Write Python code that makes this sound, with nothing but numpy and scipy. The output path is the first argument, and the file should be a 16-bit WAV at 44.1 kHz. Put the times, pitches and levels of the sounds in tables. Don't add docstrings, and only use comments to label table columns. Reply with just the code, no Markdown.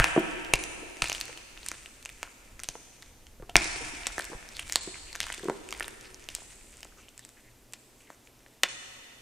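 import sys
import numpy as np
from scipy import signal
from scipy.fft import rfft, irfft, next_fast_len
from scipy.io import wavfile
from scipy.ndimage import uniform_filter1d

SR = 44100
rng = np.random.default_rng(int(sys.argv[2]) if len(sys.argv) > 2 else 0)


def linear_from_db(decibels):
    return 10 ** (np.asarray(decibels, float) / 20)


def waveform_to_disk(signal):
    frames = np.transpose(np.atleast_2d(signal))
    scaled = np.clip(frames, -1, 1) * 32767
    samples = np.round(scaled).astype(np.int16)
    wavfile.write(sys.argv[1], SR, samples)


N = 406161
LEAD = 4410


def rms_one(x):
    return x / np.sqrt(np.mean(x ** 2) + 1e-20)


def peak_one(x):
    return x / (np.max(np.abs(x)) + 1e-12)


def at_hz(points, hz, axis=1):
    points = np.array(points)
    return np.interp(np.log(hz), np.log(points[:, 0]), points[:, axis])


def ring(x, hz, t60):
    r, w = linear_from_db(-60 / (t60 * SR)), 2 * np.pi * hz / SR
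    return signal.lfilter([0, np.sin(w)], [1, -2 * r * np.cos(w), r * r], x + 1e-18)


def stress(x, hz, width_hz, gain):
    r = np.exp(-np.pi * width_hz / SR)
    poles = [1, -2 * r * np.cos(2 * np.pi * hz / SR), r * r]
    resonance = signal.lfilter([(1 - r * r) / 2, 0, (r * r - 1) / 2], poles, x)
    return peak_one(x + gain * resonance)


def band(x, low_hz, high_hz, order=2):
    return signal.sosfilt(signal.butter(order, [low_hz, high_hz], "band", fs=SR, output="sos"), x)


def without_bass(x, hz, order):
    return signal.sosfilt(signal.butter(order, hz, "high", fs=SR, output="sos"), x)


def coloured(x, spectrum):
    size = next_fast_len(len(x))
    hz = np.maximum(np.arange(size // 2 + 1) * SR / size, 1)
    shaped = irfft(rfft(x, size) * linear_from_db(at_hz(spectrum, hz)), size)
    return rms_one(shaped[:len(x)])


def drift(rate_hz):
    r = np.exp(-2 * np.pi * rate_hz / SR)
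    return rms_one(signal.lfilter([1], [1, -2 * r, r * r], rng.standard_normal(N + LEAD + SR))[SR:])


def add(track, s, sound):
    i = round(s * SR) + LEAD
    track[i:i + len(sound)] += sound[:len(track) - i]


def fractures():
    # t/s, ring level/dB, crack level/dB, ring f/Hz, crack f/Hz
    splits = [(-.05, -40, -30, 1650, 5890), (-.03, -7, -20, 2680, 9560), (-.0006, -8, -12, 1630, 9400),
              (0.0425, -11.5, -13, 2500, 3640), (0.5368, -26, -27.5, 2640, 9450),
              (1.0241, -26, -26.5, 2650, 8650), (1.042, -24, -24, 2520, 4250),
              (1.0977, -24, -21.5, 2880, 6300), (1.1183, -23.5, -30, 2870, 5300),
              (1.716, -30, -27, 2120, 6600), (2.2299, -25, -26, 2370, 6700),
              (2.6879, -28.5, -20, 3000, 6000), (3.5555, -25, -33.5, 2330, 3770),
              (3.566, -27, -19, 3370, 5400), (3.566, -29, -21, 2400, 9000), (4.1811, -25, -29, 1678, 6960),
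              (4.1969, -26, -45, 1720, 7420), (4.7577, -35, -26, 1500, 4080),
              (5.3016, -28, -36, 2050, 6760), (5.7261, -40, -41, 2220, 4600),
              (5.8072, -22.5, -41, 1790, 3650), (5.8809, -31, -29.5, 1960, 8850),
              (8.1025, -42, -50, 1710, 7790), (8.634, -30, -23, 1980, 3730)]
    # t/s, ring level/dB, crack level/dB, ring f/Hz, crack f/Hz
    flakes = [(0.536, -36, -24, 2300, 6770), (0.5385, -28, -18.5, 2832, 6260), (.541, -23, -25, 2500, 6000),
              (.5559, -31, -22.5, 3540, 4160), (0.6382, -28.5, -23.5, 2780, 6360),
              (1.0197, -32, -32, 2570, 4300), (1.0568, -26, -49, 2800, 6420),
              (1.1492, -26, -26.5, 3000, 3560), (1.2117, -26, -20, 2720, 3960),
              (1.686, -30.5, -19, 3625, 8500), (4.0685, -33, -35, 2500, 7400),
              (4.5936, -24, -46, 2740, 3480), (4.7235, -28.5, -16.5, 2150, 6170),
              (4.758, -42, -28, 3000, 4500), (5.2035, -23, -16.5, 1950, 3450),
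              (5.2674, -31, -31, 1140, 3530), (6.3504, -33, -18, 2680, 7770),
              (8.6368, -29, -26.5, 2980, 6950), (8.6367, -25, -19, 3450, 4300)]
    # t/s, body level/dB
    lumps = [(2.754, -36), (3.424, -41.5), (3.494, -38), (4.332, -36), (6.385, -44), (6.42, -45),
             (6.852, -44), (8.103, -51), (3.5647, -35), (4.072, -40), (5.4568, -39), (5.4829, -39),
             (5.4982, -19.5), (8.6323, -50), (8.6406, -39)]
    # t/s, level/dB, crack f/Hz
    even_chips = [(0.448, -34.5, 4120), (0.9691, -41, 5930), (1.0745, -31, 6050), (1.181, -36, 5680),
                  (1.281, -38, 6000), (1.3747, -35, 3500), (2.058, -29.5, 7830), (2.092, -36.5, 8570),
                  (2.099, -43, 3570), (2.5938, -37, 6200), (2.6431, -34, 8200), (3.0285, -43.5, 4940),
                  (3.268, -45, 6102), (3.4962, -35.5, 3470), (4.2078, -30.5, 8750), (4.2436, -35, 7180),
                  (6.8306, -35, 5070), (4.6974, -30, 4200), (4.74, -37, 6850), (4.956, -41, 7600),
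                  (5.1532, -30, 6450), (5.159, -27.5, 4100), (5.2304, -31, 5700), (5.284, -36, 7560),
                  (5.34, -32, 3500), (5.379, -36, 7280), (5.395, -38, 8320), (5.689, -35, 7900),
                  (6.288, -29, 3580), (7.7377, -37.5, 3840)]
    # t/s, crack level/dB, crack f/Hz
    hard_splinters = [(1.1285, -22, 5570), (1.2025, -27, 7950), (2.0273, -38, 3660), (2.0512, -32, 6460),
                      (2.6005, -33, 6080), (2.635, -23.5, 8950), (3.024, -37.5, 3540), (4.076, -31, 4340),
                      (4.193, -23.5, 9300), (4.222, -32, 4290), (4.252, -30, 8200), (4.4893, -36.5, 5640),
                      (4.5679, -29.5, 3576), (4.5961, -26, 8680), (4.6793, -37, 6130), (4.834, -34, 4310),
                      (5.1292, -32, 4400), (5.3261, -26.5, 8050), (5.716, -38, 5900), (5.739, -35, 3630),
                      (5.798, -26, 8400), (5.8306, -31, 10800), (6.0106, -38, 5900), (6.1445, -35.5, 6140),
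                      (6.241, -42, 6120), (6.302, -38, 5850)]
    # t/s, crack level/dB
    grit = [(1.085, -28), (1.2549, -31), (1.6456, -42), (1.663, -25.5), (2.1271, -46), (3.5633, -23),
            (4.072, -24), (4.6918, -32.5), (4.733, -27), (4.865, -37), (5.264, -41), (5.3449, -30),
            (5.444, -34), (5.7076, -31), (5.858, -40), (6.203, -53), (6.7703, -45), (6.8063, -40),
            (4.3016, -41), (6.8475, -38), (7.0898, -42.5), (7.178, -35), (7.1932, -34), (7.25, -34.5),
            (7.291, -39.5), (7.7244, -42), (7.735, -28), (8.5376, -54)]
    # t/s, ring level/dB
    dull_crumbs = [(1.3285, -36.5), (1.5753, -36), (1.631, -36.5), (1.7429, -39), (1.8596, -33.5),
                   (4.057, -33), (4.145, -44.5), (4.629, -38), (4.77, -37), (5.1491, -35), (5.2124, -26.5),
                   (5.24, -29.5), (5.292, -37), (5.322, -30), (5.43, -40.5), (5.749, -36), (5.826, -28),
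                   (5.8438, -31.5), (7.0844, -42.5), (8.0727, -54), (8.273, -46), (8.463, -55)]
    grit_hz, chip_ring_hz = 7790, 2500

    chips = [(s, db, db, hz) for s, db, hz in even_chips]
    chips += [(s, db - 9, db, hz) for s, db, hz in hard_splinters]
    chips += [(s, db - 11, db, grit_hz) for s, db in grit]
    chips += [(s, db, db - 7.5, 4500) for s, db in dull_crumbs]
    spread = np.clip(rng.standard_normal((len(chips), 2)), -2, 2)

    rows = [(s, ring_db - 5, ring_db, *rest) for s, ring_db, *rest in splits]
    rows += [(s, ring_db - 20.5, ring_db, *rest) for s, ring_db, *rest in flakes]
    rows += [(s, db, db - 28, db - 16, 1700, grit_hz) for s, db in lumps]
    for (s, ring_db, crack_db, crack_hz), (c_ring, c_crack) in zip(chips, spread):
        ring_hz = chip_ring_hz * 1.3 ** c_ring
        rows.append((s, ring_db - 14.5, ring_db, crack_db, ring_hz, crack_hz * 1.03 ** c_crack))
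    return rows


def snaps():
    out, t = np.zeros(N + LEAD), np.arange(2600) / SR
    rows = fractures()
    noise, draw = rng.standard_normal((len(rows), 2, 2600)).transpose(1, 0, 2)
    bursts = (t == 0) + 0.098 * noise * np.exp(-t / 0.0012)
    splinters = noise * (draw > 1.7) * np.exp(-t / .016) * (t > .0015)
    body = -band(bursts, 240, 1300)
    low, high = band(bursts, 1000, 3500), band(bursts, 3900, 12000)
    low_tail, high_tail = band(splinters, 1100, 4100), band(splinters, 2800, 8400)
    for k, (s, body_db, ring_db, crack_db, ring_hz, crack_hz) in enumerate(rows):
        block_ring = stress(low[k], ring_hz, 470, gain=15.0) + linear_from_db(-16.0) * low_tail[k]
        crack = stress(high[k], crack_hz, 900, gain=3.23) + linear_from_db(-12.5) * high_tail[k]
        sound = linear_from_db(body_db + 4.0) * peak_one(body[k])
        sound += linear_from_db(ring_db + 4.0) * block_ring + linear_from_db(crack_db + 9.5) * crack
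        add(out, s, sound)
    out = without_bass(out, 260, order=3)
    dull = signal.sosfilt(signal.butter(2, 9200, fs=SR, output="sos"), out)
    return dull + linear_from_db(-4) * (out - dull)


def pieces():
    # f/Hz, width/Hz, level/dB
    CORNER = [(980, 660, -10.0), (1500, 210, -25.5), (2300, 210, -12.5), (2720, 96, -16.5),
              (2960, 140, -19.5), (4040, 400, -16), (5020, 130, -29.5), (5910, 350, -14.5),
              (6770, 1800, -6), (9470, 490, -7), (12850, 860, -18.5)]
    WEDGE = [(1260, 220, -22), (1760, 500, -23), (2600, 280, -14.5), (4320, 450, -16.5), (4940, 180, -25),
             (6060, 300, -19.0), (6690, 1350, -13.5), (8800, 1310, -14), (14000, 610, -43)]
    HALF = [(760, 340, -9), (1690, 330, -7.5), (2210, 260, -3), (2600, 420, -2.0), (3940, 430, -15.5),
            (5890, 910, -12.5), (9450, 920, -16.5), (12380, 1530, -19)]
    CORE = [(1340, 720, -20.5), (2290, 190, -17.5), (2480, 1300, -9.5), (3340, 350, -11.5),
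            (5410, 800, 0.5), (6170, 640, -5.0), (7195, 330, -11), (8490, 430, -8), (9150, 770, -8.5),
            (14560, 7800, -8)]
    SHARD = [(1040, 900, -24), (2500, 340, -24), (3720, 580, -20.5), (5670, 320, -20.5), (7270, 660, -15),
             (8530, 610, -17), (9500, 470, -25.5), (12200, 2010, -25)]
    SLIVER = [(1150, 370, -21), (1720, 230, -25), (3000, 2000, -8.5), (4260, 510, -8.5), (5760, 520, -21),
              (6550, 1100, -12), (8100, 1330, -3), (9810, 1100, -23), (11700, 520, -23.5)]
    NUGGET = [(1205, 160, -32.0), (2210, 126, -31), (3220, 480, -28.5), (4610, 130, -38),
              (6100, 4600, -16.5), (10080, 5800, -18)]
    LAST_BIT = [(480, 135, -28.0), (1208.4, 200, -25), (1917, 144, -16.5), (2570, 260, -15),
                (2970, 117, -17.5), (3550, 170, -18), (4220, 380, -15), (5550, 490, -14.5),
                (6600, 620, -11.5), (8540, 970, -11), (10200, 260, -24), (12070, 730, -16)]
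    # t/s, modes
    big_pieces = [(-.035, [(900, 580, -1), (1650, 180, -4.5), (2500, 470, 2.5), (3200, 530, -2.5)]),
                  (0.5367, CORNER), (1.0208, WEDGE), (3.5559, HALF), (3.566, CORE), (4.0687, SHARD),
                  (4.7577, SLIVER), (5.7259, NUGGET), (8.634, LAST_BIT)]
    # t/s, f/Hz, width/Hz, level/dB
    fragments = [(0.83, 460, 39, -43), (.82, 290, 33, -44), (3.76, 420, 50, -44), (3.808, 465, 16, -42),
                 (3.815, 280, 21, -43.5), (3.86, 310, 26, -44), (3.935, 280, 30, -42.5),
                 (5.405, 396, 27, -47), (5.44, 440, 23, -39.5), (8.103, 1350, 1300, -29.5),
                 (5.776, 8500, 2800, -30), (5.7915, 6000, 1640, -34), (5.8515, 9200, 2500, -34),
                 (5.908, 7500, 2770, -32), (5.926, 7000, 3300, -38), (6.047, 2700, 760, -41),
                 (6.057, 2330, 700, -39), (4.7, 12500, 4000, -34), (8.006, 2600, 900, -48),
                 (8.405, 2300, 1500, -48), (8.392, 6500, 1100, -47.5), (8.6326, 2500, 700, -37),
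                 (8.64, 2000, 1200, -13.5), (4.7698, 5200, 1500, -24), (4.7655, 7800, 2500, -20),
                 (8.463, 2000, 2100, -38), (8.483, 6500, 2500, -44), (8.432, 7000, 2500, -48),
                 (7.287, 7500, 2500, -44), (7.514, 6000, 2500, -48), (4.325, 920, 400, -35),
                 (.163, 640, 170, -21), (5.121, 9000, 3000, -34), (5.455, 375, 22, -31),
                 (-.01, 9400, 500, -22), (5.485, 1000, 300, -27), (.194, 12400, 1200, -30),
                 (.466, 6500, 3500, -34), (.89, 4000, 3500, -36), (.359, 9000, 4000, -36),
                 (6.292, 10000, 4000, -32), (3.622, 2300, 400, -28), (3.631, 8800, 2000, -24.5),
                 (3.6435, 6000, 900, -25), (3.644, 7800, 1000, -20), (3.657, 2300, 460, -27),
                 (5.431, 7000, 3000, -35), (5.4845, 9000, 4000, -32), (4.6, 9500, 3500, -28),
                 (4.2437, 12500, 3500, -27), (5.8072, 12500, 3500, -30), (5.8809, 12500, 3500, -28),
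                 (2.1, 12500, 3500, -32.5)]
    tear_s = 3e-5
    out, tear = np.zeros(N + LEAD), np.exp(-np.arange(6000) / SR / tear_s)
    for s, modes in big_pieces + [(s, [note]) for s, *note in fragments]:
        sound = 0
        for k, (hz, width_hz, db) in enumerate(modes):
            t60 = np.log(1000) / (np.pi * width_hz)
            sound = sound + (-1) ** k * linear_from_db(db) * ring(tear, hz, t60)
        add(out, s, sound)
    return without_bass(out, 260, order=3)


def knocks():
    # t/s, peak level/dB, bowl f/Hz
    bowl_hits = [(.163, -7, 413), (.176, -2.5, 350), (.197, -19.5, 346), (.535, -21, 414.2),
                 (0.791, -36, 299.4), (1.292, -32.5, 483), (2.753, -31.5, 465), (3.398, -36.5, 524),
                 (3.425, -29.5, 397.6), (3.493, -29.5, 715), (3.555, -10.5, 390), (3.611, -26.5, 323),
                 (3.655, -30, 393), (4.18, -27.5, 383), (4.299, -33, 390), (4.317, -32.5, 350.6),
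                 (4.33, -27.5, 480), (4.874, -23.5, 371), (4.884, -34, 355), (5.381, -34, 390),
                 (5.433, -24, 390), (5.453, -28, 375), (5.474, -27, 394), (5.484, -13.5, 405),
                 (5.497, -16, 415), (5.511, -35, 383)]
    # pitch ratio, level/dB, t60/s
    bowl_modes = [(0.621, -23, 0.1), (0.822, -14, 0.029), (1, 2.5, 0.041), (1.85, -13, 0.055),
                  (2.798, -11, .02)]
    # t/s, peak level/dB
    shoves = [(0.002, -12.5), (0.539, -20.5), (1.025, -26.5), (2.689, -37.5), (3.4, -38), (3.43, -38),
              (3.558, -17.5), (4.35, -33)]
    out, t = np.zeros(N + LEAD), np.arange(5000) / SR
    contact = np.sin(np.pi * np.minimum(t / 0.00042, 1))
    thud = 0.18 * peak_one(band(contact, 570, 1600, order=3))
    chances = rng.standard_normal((len(bowl_hits), len(bowl_modes)))
    for (s, peak_db, hz), chance in zip(bowl_hits, chances):
        modes = sum(linear_from_db(db + 2 * c) * ring(contact, hz * ratio, t60)
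                    for (ratio, db, t60), c in zip(bowl_modes, chance))
        add(out, s + 0.00084, linear_from_db(peak_db - 4.5) * peak_one(peak_one(modes) + thud))
    out = without_bass(out, 190, order=2)
    push = peak_one(ring(contact, 36, 0.059) + 0.45 * ring(contact, 115, 0.047))
    for s, peak_db in shoves:
        add(out, s, linear_from_db(peak_db - 2.5) * push)
    return out


def after_spills(db, fade_share, extra_db):
    # t/s, level/dB, fade/s
    spills = [(-.04, -39, 0.15), (1.02, -41, 0.17), (3.556, -36, 0.27), (5.189, -42, 0.17),
              (6.3, -49, 0.095), (6.49, -55, 0.032), (6.72, -52, 0.044), (8.634, -56, 0.18)]
    attack_s = 0.012
    t, total = (np.arange(N + LEAD) - LEAD) / SR, linear_from_db(db)
    for s, top_db, fade_s in spills:
        u = np.clip(t - s, 0, 2)
        swell = (1 - np.exp(-u / attack_s)) * np.exp(-u / (fade_s * fade_share))
        total = total + linear_from_db(top_db + extra_db) * swell
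    return 20 * np.log10(total)


def hands():
    # t/s, powder rustle level/dB, grip rumble level/dB
    handling = [(0, -55, -65), (.5, -54, -42), (0.999, -54.5, -53), (1.45, -67, -56), (1.68, -50, -50),
                (2.05, -64.5, -53), (2.201, -54, -50), (2.55, -65, -47), (2.85, -57.5, -60),
                (3.4, -71, -47.5), (4.1, -55, -45.5), (4.4, -59, -57), (4.65, -48, -45.5),
                (5.5, -63.5, -55), (5.75, -55, -50), (6.65, -62.5, -54), (7.7, -75, -62.5),
                (9.21, -67, -61)]
    # f/Hz, level/dB
    powder_colour = [(500, -15.5), (1200, -4.5), (2400, 3.5), (4000, -4), (7500, -1.5), (9800, -3),
                     (11000, -20), (15000, -24)]
    grains_per_s, crumbs_per_s = 6000, 77
    s, *columns = np.transpose(handling)
    t = (np.arange(N + LEAD) - LEAD) / SR
    powder_db, rumble_db = [np.interp(t, s, c) for c in columns]
    powder_db = after_spills(powder_db, 0.93, 0)
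    rumble_db = after_spills(rumble_db, .4, 5)

    draw, sign = rng.random((2, N + LEAD)), rng.choice([-1, 1], N + LEAD)
    sizes = linear_from_db(4.3 * np.minimum(rng.exponential(1, N + LEAD), 4.5)) * sign
    grains = sizes * (draw[0] < grains_per_s / SR)
    powder = coloured(grains, powder_colour) * linear_from_db(powder_db - 3.0 + 2.5 * drift(25))

    born, dealt = draw[1] < crumbs_per_s / SR, rng.integers(0, 8, N + LEAD)
    crumbs = sum(ring(sizes * born * (dealt == k), hz, 3.5 / hz)
                 for k, hz in enumerate(np.geomspace(1300, 9500, 8)))
    crumbs = band(crumbs, 900, 10000) * linear_from_db(powder_db + 8.0)

    rumble = rms_one(band(rng.standard_normal(N + LEAD), 7.5, 58)) * linear_from_db(rumble_db - 6.0 + 2.5 * drift(2.9))
    return powder + crumbs, rumble


def rubs():
    # t/s, length/s, f/Hz, level/dB
    strokes = [(1.045, .13, 4200, -45), (3.58, .2, 4600, -43), (3.424, .02, 1100, -52),
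               (4.27, .035, 2000, -50), (4.315, .04, 950, -48), (4.545, .04, 4000, -51),
               (4.595, .03, 3000, -48), (4.935, .035, 2300, -49), (5.07, .06, 2500, -54),
               (5.205, .06, 4200, -46), (5.33, .06, 2200, -50), (6.04, .03, 1800, -55),
               (6.045, .04, 4500, -54), (6.355, .5, 8000, -59), (6.915, .025, 1400, -62),
               (6.97, .05, 1300, -62), (6.97, .06, 6500, -60), (6.98, .12, 2500, -62),
               (7.215, .04, 3500, -63), (7.365, .045, 1900, -62), (7.44, .08, 2000, -64),
               (7.98, .08, 7200, -64), (8.09, .07, 6800, -62), (8.0, .07, 2500, -65),
               (8.068, .085, 1900, -61), (8.245, .04, 6800, -61)]
    grains_per_s, grain_db = 1500.0, 4.5
    span, skew = 1.17, .55
    out, t = np.zeros(N + LEAD), np.arange(SR // 2) / SR
    draw = rng.random((len(strokes), 3, SR // 2))
    for (s, length_s, hz, db), (born, size, sign) in zip(strokes, draw):
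        grains = (born < grains_per_s / SR) * linear_from_db(-grain_db * np.log(size + .01)) * np.sign(sign - .5)
        arch = np.sin(np.pi * np.clip(t / length_s, 0, 1) ** skew)
        swell = np.sqrt(np.maximum(arch, 0))
        add(out, s, linear_from_db(db) * swell * rms_one(band(grains, hz / span, hz * span)))
    return out


def background():
    # f/Hz, level/dB
    hiss_colour = [(15, -30.5), (25, -2.5), (76, -25.5), (127, -13), (166, -7), (242, 0), (476, -4.5),
                   (1480, -15.5), (2110, -14), (4370, -17), (6920, -16.5), (14000, -19.5), (16000, -34.5)]
    # f/Hz, width/Hz, level/dB
    machinery = [(119, 15, -70), (222, 28, -82)]
    white = rng.standard_normal((2, N + LEAD))
    hum = sum(linear_from_db(db) * rms_one(band(white[1], hz - width / 2, hz + width / 2))
              for hz, width, db in machinery)
    return linear_from_db(-61) * coloured(white[0], hiss_colour) + hum


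def room(x):
    t60_s, wash_db, cut_hz = 0.18, -15.5, 3600
    t = np.arange(9000) / SR
    wash = rng.standard_normal(9000) * linear_from_db(-60 * t / t60_s) * (1 - np.exp(-t / 0.00052))
    wash = signal.lfilter(*signal.butter(1, cut_hz, fs=SR), wash)
    return x + linear_from_db(wash_db) * signal.fftconvolve(x, wash / np.linalg.norm(wash))[:len(x)]


def hall(x):
    # f/Hz, level/dB, t60/s
    decay = [(30, 4, 1.8), (119.7, 6, 0.56), (330, 1, 3.4), (930, 3, 2.4), (3000, 1.5, 2.56),
             (6760, -0.5, 1.6), (10600, 11.5, 2)]
    tail_db, delay_s, cut_hz = -14, 0.051, 10250
    t, white, tail = np.arange(3 * SR) / SR, rng.standard_normal((2, 2, 3 * SR)), 0
    for k, hz in enumerate(32.24 * 2. ** np.arange(9)):
        octave = band(white[k % 2], hz / np.sqrt(2), hz * np.sqrt(2))
        tail = tail + octave * linear_from_db(at_hz(decay, hz) - 60 * t / at_hz(decay, hz, axis=2))
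    tail = tail * (1 + 0.5 * np.exp(-t / 0.02))
    tail = signal.sosfilt(signal.cheby2(16, 34, cut_hz, fs=SR, output="sos"), tail)
    tail = np.pad(tail / np.linalg.norm(tail[0]), ((0, 0), (round(delay_s * SR), 0)))
    return linear_from_db(tail_db) * signal.fftconvolve(x[None], tail, axes=1)[:, :len(x)]


def scene():
    rustle, rumble = hands()
    near = room(snaps() + pieces() + knocks() + rustle) + rumble + background()
    tail = hall(near)
    return (near + rubs() + tail)[:, LEAD:]


def starved(x):
    from_hz, threshold_db, spread_db = 10300, -17.5, 2.5
    hz, _, z = signal.stft(x, SR, nperseg=2048, noverlap=1024)
    power = np.mean(np.abs(z) ** 2, axis=0)
    below = power[(hz > 6000) & (hz < 9800)].mean(axis=0)
    bands = np.repeat(power[:1024].reshape(64, 16, -1).mean(axis=1), 16, axis=0)
    luck = uniform_filter1d(rng.standard_normal((64, len(below))), size=2, axis=1)
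    luck = np.repeat(luck, 16, axis=0)
    bin_hz = hz[:1024, None]
    slope_db = -1.9 * (bin_hz - from_hz) / 1000
    limit = below * linear_from_db(2 * (threshold_db + slope_db + spread_db * luck))
    silent = (bands < limit) & (bin_hz > from_hz)
    z[:, :1024] *= ~silent
    return signal.istft(z, SR, nperseg=2048, noverlap=1024)[1][:, :N]


def band_limit(x):
    return signal.sosfilt(signal.butter(12, 16750, fs=SR, output="sos"), x)


def record(dry):
    clipped = np.clip(dry, -1, 1)
    cut = signal.sosfilt(signal.cheby2(14, 70, 16600, fs=SR, output="sos"), clipped)
    mix = starved(cut)
    return band_limit(mix)


dry = scene()
out = record(dry)
waveform_to_disk(out)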